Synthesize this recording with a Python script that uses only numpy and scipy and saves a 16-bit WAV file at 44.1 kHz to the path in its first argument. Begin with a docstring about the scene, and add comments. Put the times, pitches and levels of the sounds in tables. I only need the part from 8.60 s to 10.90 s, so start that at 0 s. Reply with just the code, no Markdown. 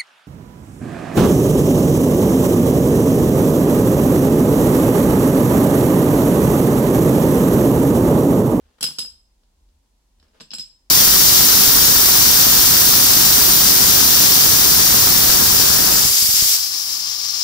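"""A finger tips small hollow plastic dominoes over on a board, close up, in a small live room.
Over a low rumble and faint hiss, a piece slides softly, then the first domino clatters down at 0.2 s:
each contact is a short crack of the shell, a ring of its few modes and a knock of the tabletop.
Two faint nudges tick in the lull. From 1.6 s the pieces slide and nudge each other again,
and the second domino falls between 1.8 and 2 s, with a ring of its own."""
import sys
import numpy as np
from scipy import signal
from scipy.fft import rfft, irfft
from scipy.io import wavfile

SR = 44100
rng = np.random.default_rng(int(sys.argv[2]) if len(sys.argv) > 2 else 0)


def int16_out(signal):
    """Quantize to a 16-bit WAV file."""
    q = np.round(np.clip(np.atleast_2d(signal).T, -1, 1) * 32767)
    wavfile.write(sys.argv[1], SR, q.astype(np.int16))


N = 101429

# Tone of the room hiss and of the rumble (frequency [Hz], level [dB])
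HISS_SPECTRUM = [(20, -14.5), (100, -3), (140, 2.5), (230, 4), (400, -4), (700, -7), (950, -4.5),
                 (1250, -13.5), (2200, -14.5), (4500, -12), (8000, -14.5), (16000, -24)]
RUMBLE_SPECTRUM = [(10, -26.5), (22, -9), (45, 2.5), (58, -10), (72, -10.5), (95, -23), (200, -44.5),
                   (1000, -79.5)]
# Swells in the low end (time [s], level [dB])
RUMBLE_SWELLS = [(0.05, -58.5), (0.53, -59), (1.001, -62.5), (1.16, -60.5), (1.62, -59)]
# Decay of the room tail (frequency [Hz], t60 [s])
ROOM_DECAY = [(150, .30), (600, .37), (2000, .40), (4800, .385), (8000, .37), (15000, .33)]
# Pieces pushed over the board (start [s], length [s], level [dB])
PUSHES = [(-0.03, 0.25, -67.5), (0.182, 0.0088, -55), (1.579, 0.16, -69), (1.731, 0.068, -59.5)]
# Tone of the slide, the tabletop knock and the shell crack (frequency [Hz], level [dB])
SLIDE_SPECTRUM = [(60, -19.5), (200, 0.5), (380, 2), (560, 1.5), (800, -4), (1600, -5), (2100, -11),
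                  (3000, -7.5), (5000, -14), (9000, -24), (16000, -32)]
KNOCK_SPECTRUM = [(60, -32.5), (100, -24), (145, -2), (220, 5), (400, -7.5), (580, -2.5), (800, -6.5),
                  (1100, -6), (1550, -2), (2050, -14.5), (4000, -17.5), (12000, -49.5)]
CRACK_SPECTRUM = [(300, -28), (2000, -20), (2500, -9), (3000, -2), (4200, 0.5), (5600, 0), (6800, -9.5),
                  (8000, -1.5), (8600, -11), (9600, -5.5), (11200, -2), (12400, -10), (14200, -5),
                  (16000, -11)]
# Resonances of the tabletop and of each domino (frequency [Hz], level [dB], t60 [s])
TABLETOP_MODES = [(153, -4.5, 0.21), (204.2, 4, 0.11), (228, -1, 0.04), (287, -5.5, 0.15),
                  (479.7, -3.5, 0.1), (600, -7.5, 0.045)]
FIRST_DOMINO_MODES = [(5022, -0.5, 0.046), (5066, -3, .13), (5120, -4, .06), (7710, -4, .07),
                      (7660, -4.5, 0.053), (9500, -11, 0.044), (10580, -9, 0.033), (10950, -3.5, .05),
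                      (14010, -13, .03)]
SECOND_DOMINO_MODES = [(5122, 3, 0.023), (5072, -5, 0.1), (5180, -11, 0.038), (7580, -2, 0.085),
                       (7680, -4, 0.092), (10330, -16, 0.096), (13600, -9, 0.017)]
# Domino contacts (time [s], crack [dB], ring [dB], tabletop [dB], brightness [Hz], upper-mode gain [dB])
HITS = [ (0.2081, -7.5, -9, -17.5, 14000, 29), (0.2125, -8.5, -19, -42, 11000, 5),
        (0.2255, -3, -11, -14.5, 4800, -1.5), (0.2282, 4, 3, -17, 16000, 8.5),
        (0.2308, -3, -25, -18.5, 9000, -7), (0.2398, 0, 7, -12, 8500, -29),
        (0.2450, -21, 0, -24, 9200, -5.5), (0.2645, -9, -0.5, -26, 7000, -22),
        (0.2720, -10, -10, -31, 12000, -17), (0.2855, -19, -19, -20.5, 6000, 2),
        (0.3065, -23, -26, -29.5, 7000, -17), (0.3135, -22, -20, -28.5, 7000, 1),
        (0.3850, -2, 1, -15.5, 7700, -10), (0.3910, -3, 0.5, -26, 14400, 0),
        (0.4030, -29, -1.5, -28, 9000, -11), (0.4235, -14.5, -15.5, -25.5, 7500, -12),
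        (0.4480, -29, -4.5, -27, 7020, -19), (0.4590, -32, -11, -37.5, 7050, -11),
        (0.8340, -44, -56, -44, 4494, -6), (1.087, -47.5, -55.5, -50, 4500, -8.5),
        (1.5981, -37, -40, -43.5, 5400, -12), (1.6270, -39.5, -42, -36, 6100, -11),
        (1.682, -47, -45, -43.5, 4550, -10), (1.8000, -21.5, -36, -32, 4250, -14),
        (1.806, -16, -23.5, -21, 5300, -7), (1.812, -21, -16, -23, 7000, -7),
        (1.9058, -19, -10.5, -40, 4500, -36), (1.9147, -16, -11.5, -29, 4000, -21),
        (1.934, -7, -13, -20.5, 4750, -12), (1.9380, -17, -6.5, -21.5, 12000, 2),
        (1.9490, -36, -4, -30.5, 9100, -5.5), (1.9830, -9.5, -18, -25.5, 8000, 6),
        (1.9960, -13, -1.5, -29, 8000, -13.5), (2.0080, -20.5, -7, -36.5, 5400, -7.5)]

HISS_DB, RUMBLE_DB, HUM_HZ, HUM_DB = -69.5, -64, 48, -68
SWELL_HZ, SWELL_WIDTH_S = 71, 0.046
TAIL_DB, EARLY_DB, EARLY_T60_S, ROOM_DELAY_S, BOARD_SEND_DB = -6.5, -4, 0.18, 0.003, -3
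KNOCK_T60_S, BOOM_DB, BOARD_LEFT_DB = 0.021, -1.5, 0.5
BOARD_LOW_HZ = 123.4  # the board sounds are cut below this
CRACK_RISE_S, CRACK_T60_S, RING_RISE_S = 0.00067, 0.024, 0.0004
UPPER_FROM_HZ, SECOND_FROM_S = 6500, 1.5
NARROW_BELOW_HZ, TOP_HZ = 520, 15900


def undb(db):
    """Decibels to gain."""
    return 10 ** (np.asarray(db) / 20)


def unit(x):
    """Scale to an average energy of 1 per channel."""
    return x / np.sqrt(np.mean(np.sum(x ** 2, axis=-1)))


def fade(t, t60):
    """Exponential decay, 60 dB down at t60."""
    return np.exp(-np.log(1000) * t / t60)


def curve(points, hz):
    """Read (frequency [Hz], value) points on a log-frequency axis."""
    p = np.array(points, float)
    return np.interp(np.log(hz + 1), np.log(p[:, 0]), p[:, 1])


def colour(x, points):
    """EQ steady noise and scale it to rms 1."""
    y = irfft(rfft(x) * undb(curve(points, np.fft.rfftfreq(N, 1 / SR))), N)
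    return y / y.std()


def causal_eq(x, gain):
    """Minimum-phase EQ with a gain per bin: nothing rings ahead of the attack."""
    cepstrum = irfft(np.log(gain + 1e-6))
    half = len(cepstrum) // 2
    cepstrum[1:half] *= 2
    cepstrum[half + 1:] = 0
    return irfft(rfft(x) * np.exp(rfft(cepstrum)))


def stereo_noise(size, width):
    """White noise; width is the side-to-mid ratio."""
    mid, side = rng.standard_normal((2, size))
    return np.array([mid + width * side, mid - width * side]) / np.hypot(1, width)


def narrow_bass(x):
    """Long waves reach two close microphone ports alike, so the bass narrows toward mono."""
    hz = np.fft.rfftfreq(N, 1 / SR)
    mid = x.mean(axis=0)
    return mid + irfft(rfft(x - mid) * hz / np.hypot(hz, NARROW_BELOW_HZ), N)


def room_tone():
    """The bed: faint room hiss and a low rumble that hums and swells now and then."""
    t = np.arange(N) / SR
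    hum = np.sqrt(2) * np.sin(2 * np.pi * (HUM_HZ * t + rng.random()))
    swells = 0
    for at, db in RUMBLE_SWELLS:
        tone = np.sqrt(2) * np.sin(2 * np.pi * (SWELL_HZ * t + rng.random()))
        swells += undb(db) * np.exp(-((t - at) / SWELL_WIDTH_S) ** 2) * tone
    hiss = colour(narrow_bass(stereo_noise(N, width=1)), HISS_SPECTRUM)
    rumble = colour(stereo_noise(N, width=0.099), RUMBLE_SPECTRUM)
    return undb(HISS_DB) * hiss + undb(RUMBLE_DB) * rumble + undb(HUM_DB) * hum + swells


def room_reverb(x, size=32768):
    """Wet signal only: sparse early reflections off the table and near things, and a diffuse tail."""
    t, hz = np.arange(size) / SR, np.fft.rfftfreq(size, 1 / SR)
    spectrum, tail = rfft(stereo_noise(size, width=0.59)), 0
    for band_hz, t60 in ROOM_DECAY:
        band = curve([(f, f == band_hz) for f, _ in ROOM_DECAY], hz)
        tail += irfft(spectrum * band) * fade(t, t60)
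    early = stereo_noise(size, width=1) * (rng.random((2, size)) < 0.03) * fade(t, EARLY_T60_S)
    arrived = t > ROOM_DELAY_S
    response = undb(TAIL_DB) * unit(tail * arrived) + undb(EARLY_DB) * unit(early * arrived)
    return signal.fftconvolve(x, response, axes=1)[:, :N]


def sliding():
    """Plastic catches and slips on the board in short, grainy pushes."""
    t = np.arange(N) / SR
    envelope = 0
    for start, length, db in PUSHES:
        progress = np.clip((t - start) / length, 0, 1)
        envelope += undb(db) * np.sqrt(np.abs(np.sin(np.pi * progress)))
    catches = np.exp(0.3 * np.repeat(rng.standard_normal(N), 64)[:N])  # a new gain every 64 samples
    return envelope * colour(stereo_noise(N, width=0.79) * catches, SLIDE_SPECTRUM)


def tabletop_knock(t, hz):
    """The struck board gives a dull knock and a boom of low modes, slightly detuned on each hit."""
    burst = stereo_noise(len(t), width=0.4) * fade(t, KNOCK_T60_S)
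    knock = causal_eq(burst, undb(curve(KNOCK_SPECTRUM, hz)))
    boom = 0
    for f, db, t60 in TABLETOP_MODES:
        detune = 1 + 0.03 * rng.standard_normal()
        boom += undb(db) * fade(t, t60) * np.sin(2 * np.pi * f * detune * t)
    return unit(knock) + undb(BOOM_DB) * unit(boom)


def shell_crack(t, hz, bright_hz):
    """The snap of the plastic shell; a softer, longer contact leaves the treble out."""
    burst = stereo_noise(len(t), width=1.1) * fade(t, CRACK_T60_S) * (1 - np.exp(-t / CRACK_RISE_S))
    rolloff = 1 / np.sqrt(1 + (hz / bright_hz) ** 6)
    return unit(causal_eq(burst, undb(curve(CRACK_SPECTRUM, hz)) * rolloff))


def shell_ring(t, modes, upper_db):
    """The hollow domino rings; the struck spot sets the share of its upper modes."""
    ring = 0
    for f, db, t60 in modes:
        # each mode reaches left and right in a different phase
        phase = rng.uniform(0, 2 * np.pi) + rng.choice([-1, 1]) * np.array([[0.8], [-0.8]])
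        gain = undb(db + upper_db * (f > UPPER_FROM_HZ))
        ring += gain * fade(t, t60) * np.sin(2 * np.pi * f * t + phase)
    return unit(ring * (1 - np.exp(-t / RING_RISE_S)))


def dominoes(size=16384):
    """Every contact cracks and rings the shell and knocks the board; returns plastic and board stems."""
    t, hz = np.arange(size) / SR, np.fft.rfftfreq(size, 1 / SR)
    plastic, board = np.zeros((2, 2, N + size))
    for start, crack_db, ring_db, table_db, bright_hz, upper_db in HITS:
        modes = FIRST_DOMINO_MODES if start < SECOND_FROM_S else SECOND_DOMINO_MODES
        i = int(start * SR)
        plastic[:, i:i + size] += undb(crack_db) * shell_crack(t, hz, bright_hz)
        plastic[:, i:i + size] += undb(ring_db) * shell_ring(t, modes, upper_db)
        board[:, i:i + size] += undb(table_db) * tabletop_knock(t, hz)
    low_cut = signal.butter(6, BOARD_LOW_HZ, "high", fs=SR, output="sos")
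    return plastic[:, :N], signal.sosfilt(low_cut, board[:, :N])


def scene():
    """The mix: wide plastic and a narrower, drier board share one room, over the room tone."""
    plastic, board = dominoes()
    board = board + sliding()
    board = narrow_bass(board + undb(BOARD_SEND_DB) * room_reverb(board))
    pan = undb(np.array([[BOARD_LEFT_DB], [-BOARD_LEFT_DB]]) / 2)
    return plastic + room_reverb(plastic) + board * pan + room_tone()


def record(dry):
    """A steep low-pass takes off the very top."""
    return signal.sosfilt(signal.ellip(10, 0.2, 80, TOP_HZ, fs=SR, output="sos"), dry)


dry = scene()
out = record(dry)
int16_out(out)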